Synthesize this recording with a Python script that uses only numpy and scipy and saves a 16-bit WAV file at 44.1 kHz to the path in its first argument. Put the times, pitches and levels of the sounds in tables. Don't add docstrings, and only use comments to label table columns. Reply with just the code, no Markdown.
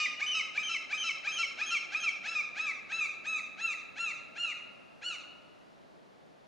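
import sys
import numpy as np
from scipy import signal
from scipy.fft import rfft, irfft, next_fast_len
from scipy.io import wavfile
from scipy.ndimage import uniform_filter1d, map_coordinates

SR = 44100
rng = np.random.default_rng(int(sys.argv[2]) if len(sys.argv) > 2 else 0)


def wrap_up_sound(samples):
    columns = np.atleast_2d(samples).T
    tamed = np.clip(columns, -1, 1)
    steps = np.round(tamed * 32767).astype(np.int16)
    wavfile.write(sys.argv[1], SR, steps)


N = 285327
LEAD = SR // 4
TIME = np.arange(-LEAD, N) / SR
TOP_HZ = 15150


# voice break in seconds, then lengths in seconds
# in Hz, then level, second harmonic and upper harmonics in dB.
EARLY_CRIES = [ (-0.16, 0.049, 0.048, 0.097, 0.074, 0.013, 1240, 122, 172, -0.5, -0.5, -0.5),
               (0.214, 0.027, 0.05, 0.082, 0.051, 0.021, 1302, 164, 122, 0, -1.5, 0),
               (0.577, 0.042, 0.054, 0.061, 0.055, 0.025, 1342, 127, 147.3, -1.5, -1, 0.5),
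               (0.927, 0.037, 0.049, 0.062, 0.054, 0.022, 1341, 124.6, 147.4, -0.5, -0.5, 1.5),
               (1.272, 0.044, 0.046, 0.065, 0.047, 0.021, 1365, 128.5, 155.6, 0, 0, 1.5),
               (1.614, 0.047, 0.047, 0.048, 0.038, 0.031, 1376, 113.7, 98.3, 0.5, 0, 0.5),
               (1.947, 0.045, 0.056, 0.031, 0.025, 0.039, 1365, 106, 34, -1, 1, 0)]
# voice break in seconds, lengths in seconds of rasp, rise
# and fall, top pitch in Hz, scoop in Hz, slide in Hz per second, slip in Hz, collapse in Hz,
# then level, second harmonic and upper harmonics in dB.
LATE_CRIES = [ (2.272, 0.045, 0.045, 0.096, 1346, 106, 1110, 61.5, 90, 0.5, 1, 2),
              (2.593, 0.048, 0.041, 0.088, 1314, 97, 2525, 33.5, 120, 1.5, 1, -2.5),
              (2.924, 0.041, 0.05, 0.095, 1336, 70.5, 2026, 31.5, 71, 1, 4, 1),
              (3.263, 0.028, 0.048, 0.091, 1307, 95, 1674, -3.5, 236, 0.5, 1.5, 0),
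              (3.609, 0.043, 0.042, 0.092, 1349, 55.8, 2390, 2, 217, 0.5, 1, 1),
              (3.988, 0.039, 0.039, 0.095, 1373, 48.7, 2777, 0.5, 190, 0, 0.5, 0.5),
              (4.379, 0.034, 0.04, 0.11, 1419, 63.6, 2726, 1.5, 234, -1, 1, -1),
              (5.035, 0.025, 0.04, 0.087, 1466, 134.4, 4540, -0.5, 130, -1.5, -3.5, 1.5)]

# time in seconds, drop (0 raised, 1 lowered).
BILL_DROP = [(2.45, 0.26), (3.1, 0.95)]
# frequency in Hz, gain in dB.
BILL_RAISED = [(3000, -27.5), (3600, -9.5), (4000, -5.5), (4600, -15), (5300, -0.5), (6000, -10),
               (6800, -15.5), (7500, -16), (7950, -17), (8600, -36), (9600, -42), (10800, -36),
               (12200, -72.5)]
BILL_LOWERED = [(3000, -10.5), (3450, -11), (3850, 5), (4150, 1), (4400, 4), (4800, -12.5), (5600, -10.5),
                (6400, 0.5), (6900, -3.5), (7300, -3), (7800, -14.5), (8500, -17.5), (9600, -25.5),
                (10800, -47), (12500, -61.5)]
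# frequency in Hz, gain in dB.
THROAT_RAISED = [(900, -64.5), (1020, -66), (1120, -47.5), (1210, -45.5), (1350, -45.5), (1850, -34),
                 (2050, -29), (2220, -29), (2350, -24.5), (2460, -31), (2560, -33.5), (2760, -41)]
THROAT_LOWERED = [(900, -70), (1170, -52.5), (1340, -47.5), (1470, -49.5), (1760, -45.5), (2050, -42.5),
                  (2330, -44.5), (2450, -38), (2700, -36.5), (2930, -35)]
# frequency in Hz, density in dB per Hz.
HISS_COLOUR = [(1000, -27), (1500, -18), (2000, -6.5), (2800, -6), (3400, -13), (4300, -6.5), (5300, -6.5),
               (7200, -23.5), (8200, -31.5), (10800, -39.5), (12000, -67.5)]
# time in seconds,
# level in dB against the tone's harmonics.
HARSHNESS = [(0, 6.5), (.04, -7), (.07, -8), (1, -11), (1.8, -7), (2.4, -11), (3.3, -23), (5.1, -15)]

# share of its length,
# then fundamental, second harmonic and upper harmonics in dB.
OPENING_SWELL = [(0, -2, 4, -51), (.2, 0.5, 3.5, -47), (.45, 1.5, -3, -41), (1, -8.5, -4.5, -51)]
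# stage (0 start, 1 slip, 2 end),
# then fundamental, second harmonic and upper harmonics in dB.
CLOSING_SWELL = [(0, 3.5, -4, -39.5), (.45, 3, 4.5, -38), (.88, 0.5, 1, -38.5), (1.2, -1, 3.5, -50),
                 (2, -6, 0.5, -40)]
# share of its length,
# then fundamental, second harmonic and upper harmonics in dB.
ARCH_SWELL = [(0, -4, -3.1, -48.5), (.15, -1, 0.54, -40.5), (.33, 1.5, 0.87, -44), (.55, -1, 0.58, -45),
              (.82, -1.5, 1, -48), (1, -4, -1.5, -53)]
PLATEAU_SHARE, SCOOP_S, SCOOP_WIDTH_S, PLATEAU_SAG_HZ_PER_S = 0.97, 0.0142, 0.0027, 784
DROOP_HZ, SLIP_WIDTH_S, SLIDE_HZ_PER_S = 44, 0.0013, 5000
CREST_ROUND_S, SLIP_AFTER_S, COLLAPSE_S = .01, 0.0336, 0.00834
CHOKE_DB_PER_HZ, CHOKE_LEAD_S, CHOKE_OTHERS_SHARE = .12, .018, 0.47
FLUTTER_DB, FLUTTER_PER_S = 1.5, 109.2

# delay in seconds, level in dB.
WALLS = [(.0096, -12), (0.0185, -13.5), (0.035, -35), (0.0809, -8), (0.131, -22.5)]
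# frequency in Hz, gain in dB.
WALL_COLOUR = [(700, -0.5), (1300, 0), (1750, -4), (2400, -7.5), (3100, 5.5), (4200, -4.5), (6200, 2),
               (7200, -16), (9000, -19.5)]
# frequency in Hz, time to fall 60 dB in seconds.
YARD_DECAY = [(600, 2.5), (1400, 1.54), (2800, 1.007), (4000, 0.91), (6000, 0.65), (11000, 0.3)]
# frequency in Hz, gain in dB.
YARD_COLOUR = [(600, 0), (1350, 3), (2200, 0), (2500, 0.5), (2800, 6.5), (3200, 6), (4300, 5), (5500, 5.5),
               (7200, 4), (9000, 15)]
# frequency in Hz, side gain in dB.
YARD_SIDE = [(600, -4), (1400, -3.5), (2600, -5.5), (4200, -8.5), (8000, -15.5)]

# frequency in Hz, density in dB per Hz.
AIR_MID = [(25, -15), (50, -14), (110, -7), (180, 0), (300, 0.5), (450, -2), (620, 2.5), (800, -3),
           (1000, -6), (1800, -11), (4200, -16), (7000, -26), (10000, -32), (12500, -40), (15000, -42)]
AIR_SIDE = [(25, -21), (50, -19), (110, -6), (175, -.5), (280, .5), (450, -3), (650, -3), (1100, -9),
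            (2500, -20), (4500, -32), (7500, -42), (15000, -49)]
# time in seconds, level in dB.
TRAFFIC_SWELL = [(0, -64.3), (1.3, -63.5), (3.4, -64.6), (4.3, -63.8), (5.6, -64.4), (6.47, -66)]

# share of its length, pitch in Hz, swell in dB.
RASP_SHAPE = [(0, 560, -23), (.35, 730, -9), (.65, 820, -1), (.92, 870, 0), (1, 1050, -1)]
# frequency in Hz, gain in dB.
RASP_THROAT = [(550, 4), (850, -17), (1300, -3), (1700, -0.5), (2400, 2.5), (3100, -9.5), (4000, -9),
               (5000, -19.5), (6500, -16), (8000, -30.5), (11000, -52), (13000, -88)]
RASP_DB, RASP_LOWERED_DB = -34.5, -6.5

WHISTLE_BEND = [(0, 0.367), (.35, 0.013), (0.681, 0.11), (1.001, 1.337)]
# frequency in Hz, gain in dB.
WHISTLE_THROAT = [(2750, -33.5), (2880, -33.5), (3060, -36), (3140, -40.5), (3240, -45)]
WHISTLE_RATIO, WHISTLE_OCTAVE_DB = 2.35, -44.5


def amp(db):
    return 10 ** (np.asarray(db) / 20)


def unit(x):
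    return x / np.sqrt(np.mean(x ** 2) + 1e-20)


def along(points, hz):
    f, v = np.transpose(points)
    return np.interp(np.log(hz + 1), np.log(f + 1), v)


def wobble(rate, size):
    knots = rng.standard_normal(int(size * rate / SR) + 4)
    return map_coordinates(knots, [np.arange(size) * rate / SR])


def step(t, width):
    return .5 + .5 * np.tanh(t / (2 * width))


def filtered(x, response):
    size = x.shape[-1]
    m = next_fast_len(size + SR // 4)
    return irfft(rfft(x, m) * response(np.fft.rfftfreq(m, 1 / SR)), m)[..., :size]


def note(rows, fade):
    s, *cols = np.transpose(rows)
    span = np.flatnonzero((TIME > s[0] - fade) & (TIME < s[-1] + fade))
    t = TIME[span]
    edge = np.clip(np.minimum(t - s[0], s[-1] - t) / (2 * fade) + .5, 0, 1)
    gate = np.sin(edge * np.pi / 2) ** 2
    return span, gate, [np.interp(t, s, c) for c in cols]


def syrinx(pitch, jitter, waver, shimmer_db, count):
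    size = len(pitch)
    hz = pitch * (1 + jitter * wobble(900, size) + waver * wobble(123.7, size))
    phase = 2 * np.pi * np.cumsum(hz) / SR + rng.uniform(0, 2 * np.pi)
    orders = np.arange(1, count + 1)[:, None]
    shimmer = amp(shimmer_db * wobble(500, size))
    return np.sqrt(2) * np.sin(orders * phase) * shimmer, orders * pitch


def blend(partials, db):
    gain = amp(db)
    return (partials * gain).sum(0) / np.linalg.norm(gain, axis=0)


def hiss(pitch):
    pulses = 1 + np.cos(2 * np.pi * np.cumsum(pitch) / SR)
    breath = pulses * rng.standard_normal(len(pitch))
    return unit(filtered(breath, lambda hz: amp(along(HISS_COLOUR, hz))))


def bill_drop(t):
    return np.clip(np.interp(t, *np.transpose(BILL_DROP)), 0, 1)


def posed(raised, lowered, hz, t):
    drop = bill_drop(t)
    return (1 - drop) * along(raised, hz) + drop * along(lowered, hz)


def swelling(shape, stage):
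    knots, *cols = np.transpose(shape)
    return [np.interp(stage, knots, c) for c in cols]


def squeal_gestures(count=120):
    share = np.linspace(0, 1, count)
    for start, _, opening, whistle, hold, slide, top, scoop, slip_hz, *levels in EARLY_CRIES:
        age = share * opening
        pitch = PLATEAU_SHARE * top - scoop * step(SCOOP_S - age, SCOOP_WIDTH_S)
        pitch -= PLATEAU_SAG_HZ_PER_S * age
        yield start + age, pitch, swelling(OPENING_SWELL, share), levels
        age = share * (hold + slide)
        stage = np.interp(age, [0, hold, hold + slide], [0, 1, 2])
        pitch = top - DROOP_HZ * np.minimum(stage, 1) ** 2 - slip_hz * step(age - hold, SLIP_WIDTH_S)
        pitch -= SLIDE_HZ_PER_S * np.maximum(age - hold, 0)
        yield start + opening + whistle + age, pitch, swelling(CLOSING_SWELL, stage), levels
    for start, _, rise, fall, top, scoop, slide, slip_hz, collapse, *levels in LATE_CRIES:
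        t = share * (rise + fall) - rise
        slipped = step(t - SLIP_AFTER_S, SLIP_WIDTH_S)
        pitch = top - scoop * (np.minimum(t, 0) / rise) ** 2 - slip_hz * slipped
        pitch -= slide * (np.hypot(np.maximum(t, 0), CREST_ROUND_S) - CREST_ROUND_S)
        pitch -= collapse * np.exp((t - fall) / COLLAPSE_S)
        first, second, upper = swelling(ARCH_SWELL, share)
        choke = CHOKE_DB_PER_HZ * slip_hz * (step(t + CHOKE_LEAD_S, SLIP_WIDTH_S) - slipped)
        others = CHOKE_OTHERS_SHARE * choke
        yield start + rise + t, pitch, (first - others, second - choke, upper - others), levels


def squeals(second_db=0, first_db=0, upper_db=-4, hiss_db=-3, halves_db=-3):
    out = np.zeros(len(TIME))
    for times, contour, swell, (db, lift_db, bright_db) in squeal_gestures():
        rows = np.column_stack([times, contour, *swell])
        span, gate, (pitch, first, second, upper) = note(rows, fade=.003)
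        series, hz = syrinx(pitch / 2, jitter=.004, waver=.002, shimmer_db=.5, count=18)
        partials, upper_hz = series[1::2], hz[5::2]
        bill = posed(BILL_RAISED, BILL_LOWERED, upper_hz, TIME[span])
        throat = posed(THROAT_RAISED, THROAT_LOWERED, np.array([pitch, 2 * pitch]), TIME[span])
        second = second + FLUTTER_DB * wobble(FLUTTER_PER_S, len(span))
        body = amp(throat[0] + first + first_db) * partials[0]
        body += amp(throat[1] + second + lift_db + second_db) * partials[1]
        halves = blend(series[2::2], along(HISS_COLOUR, hz[2::2])) * wobble(180, len(span))
        rattle = amp(halves_db) * halves + amp(hiss_db) * hiss(pitch)
        harsh = np.interp(TIME[span], *np.transpose(HARSHNESS))
        edge = amp(upper + bright_db + upper_db) * (blend(partials[2:], bill) + amp(harsh) * rattle)
        out[span] += gate * amp(db) * (body + edge)
    return out


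def tail(size, build):
    hz, t, z = signal.stft(rng.standard_normal(size), SR, nperseg=256)
    decay = amp(-60 * t / along(YARD_DECAY, hz)[:, None]) * (1 - np.exp(-t / build))
    return signal.istft(z * decay, SR, nperseg=256)[1][:size] / np.sqrt(SR * .07)


def yard(voice, tail_db=-9, near_db=-13, near_t60=0.073, wall_db=0, lowered_db=1.5):
    size = int(SR * 1.2)
    t = np.arange(size) / SR
    near = rng.standard_normal((2, size)) * amp(-60 * t / near_t60) * (t > .004)
    far = np.array([tail(size, build=0.0022) for _ in range(2)])
    answer = amp(near_db) * near / np.linalg.norm(near[0])
    answer += amp(tail_db) * filtered(far, lambda hz: amp(along(YARD_COLOUR, hz)))
    echoes = np.zeros(size)
    for delay, db in WALLS:
        echoes[round(delay * SR)] = amp(db + wall_db)
    answer[0] += filtered(echoes, lambda hz: amp(along(WALL_COLOUR, hz)))
    spread = voice * amp(lowered_db * bill_drop(TIME))
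    mid, side = signal.fftconvolve(spread[None], answer, axes=1)[:, :len(voice)]
    side = filtered(side, lambda hz: amp(along(YARD_SIDE, hz)))
    return np.array([voice + mid, side])[:, LEAD:]


def rush(spectrum, patchy_db, patchy_hz):
    hz, _, z = signal.stft(rng.standard_normal(N), SR, nperseg=2048)
    patches = uniform_filter1d(rng.standard_normal(z.shape), 3, 0)
    field = unit(uniform_filter1d(patches, 9, 1))
    depth = patchy_db / (1 + (hz[:, None] / patchy_hz) ** 2)
    noise = signal.istft(z * amp(depth * field), SR, nperseg=2048)[1][:N]
    return unit(filtered(noise, lambda hz: amp(along(spectrum, hz))))


def air(mid_db=3.0, side_db=7.0):
    level = np.interp(TIME[LEAD:], *np.transpose(TRAFFIC_SWELL))
    mid = rush(AIR_MID, patchy_db=1.5, patchy_hz=1500)
    side = rush(AIR_SIDE, patchy_db=1.5, patchy_hz=1500)
    return amp(level) * np.array([amp(mid_db) * mid, amp(side_db) * side])


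def rasps(level_db=-1, hiss_db=-4):
    out = np.zeros(len(TIME))
    for end, length, *_, db, _, _ in EARLY_CRIES + LATE_CRIES:
        rows = [(end - (1 - share) * length, hz, swell) for share, hz, swell in RASP_SHAPE]
        span, gate, (pitch, swell) = note(rows, fade=.003)
        partials, hz = syrinx(pitch, jitter=.011, waver=.006, shimmer_db=1.5, count=15)
        harsh = np.interp(end - length, *np.transpose(HARSHNESS))
        tone = blend(partials, along(RASP_THROAT, hz)) + amp(harsh + hiss_db) * hiss(pitch)
        rasp_db = RASP_DB + RASP_LOWERED_DB * bill_drop(end) + db + swell + level_db
        out[span] += gate * amp(rasp_db) * tone
    return out


def whistles(level_db=0, third_db=-26, hiss_db=-22):
    out = np.zeros(len(TIME))
    for start, _, opening, length, _, _, top, _, _, db, _, _ in EARLY_CRIES:
        on = start + opening
        rows = [(on + share * length, WHISTLE_RATIO * top * (1 - bend * length))
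                for share, bend in WHISTLE_BEND]
        span, gate, (pitch,) = note(rows, fade=0.0018)
        partials, _ = syrinx(pitch, jitter=.004, waver=.002, shimmer_db=.6, count=3)
        overtones = partials[1] + amp(third_db) * partials[2]
        tone = partials[0] + amp(hiss_db) * hiss(pitch)
        whistle = amp(along(WHISTLE_THROAT, pitch)) * tone + amp(WHISTLE_OCTAVE_DB) * overtones
        out[span] += gate * amp(db + level_db) * whistle
    return out


def scene(gull_db=-1):
    gull = squeals() + rasps() + whistles()
    mid, side = amp(gull_db) * yard(gull) + air()
    balance = amp([[.25], [-.25]])
    return np.array([mid + side, mid - side]) * balance


def record(dry, notch_hz=7900, notch_width_hz=150, notch_db=-12):
    notch = lambda hz: amp(notch_db * np.exp(-((hz - notch_hz) / notch_width_hz) ** 2))
    soft_start = np.minimum(TIME[LEAD:] / .002, 1)
    return filtered(dry * soft_start, lambda hz: notch(hz) * (hz < TOP_HZ))


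dry = scene()
out = record(dry)
wrap_up_sound(out)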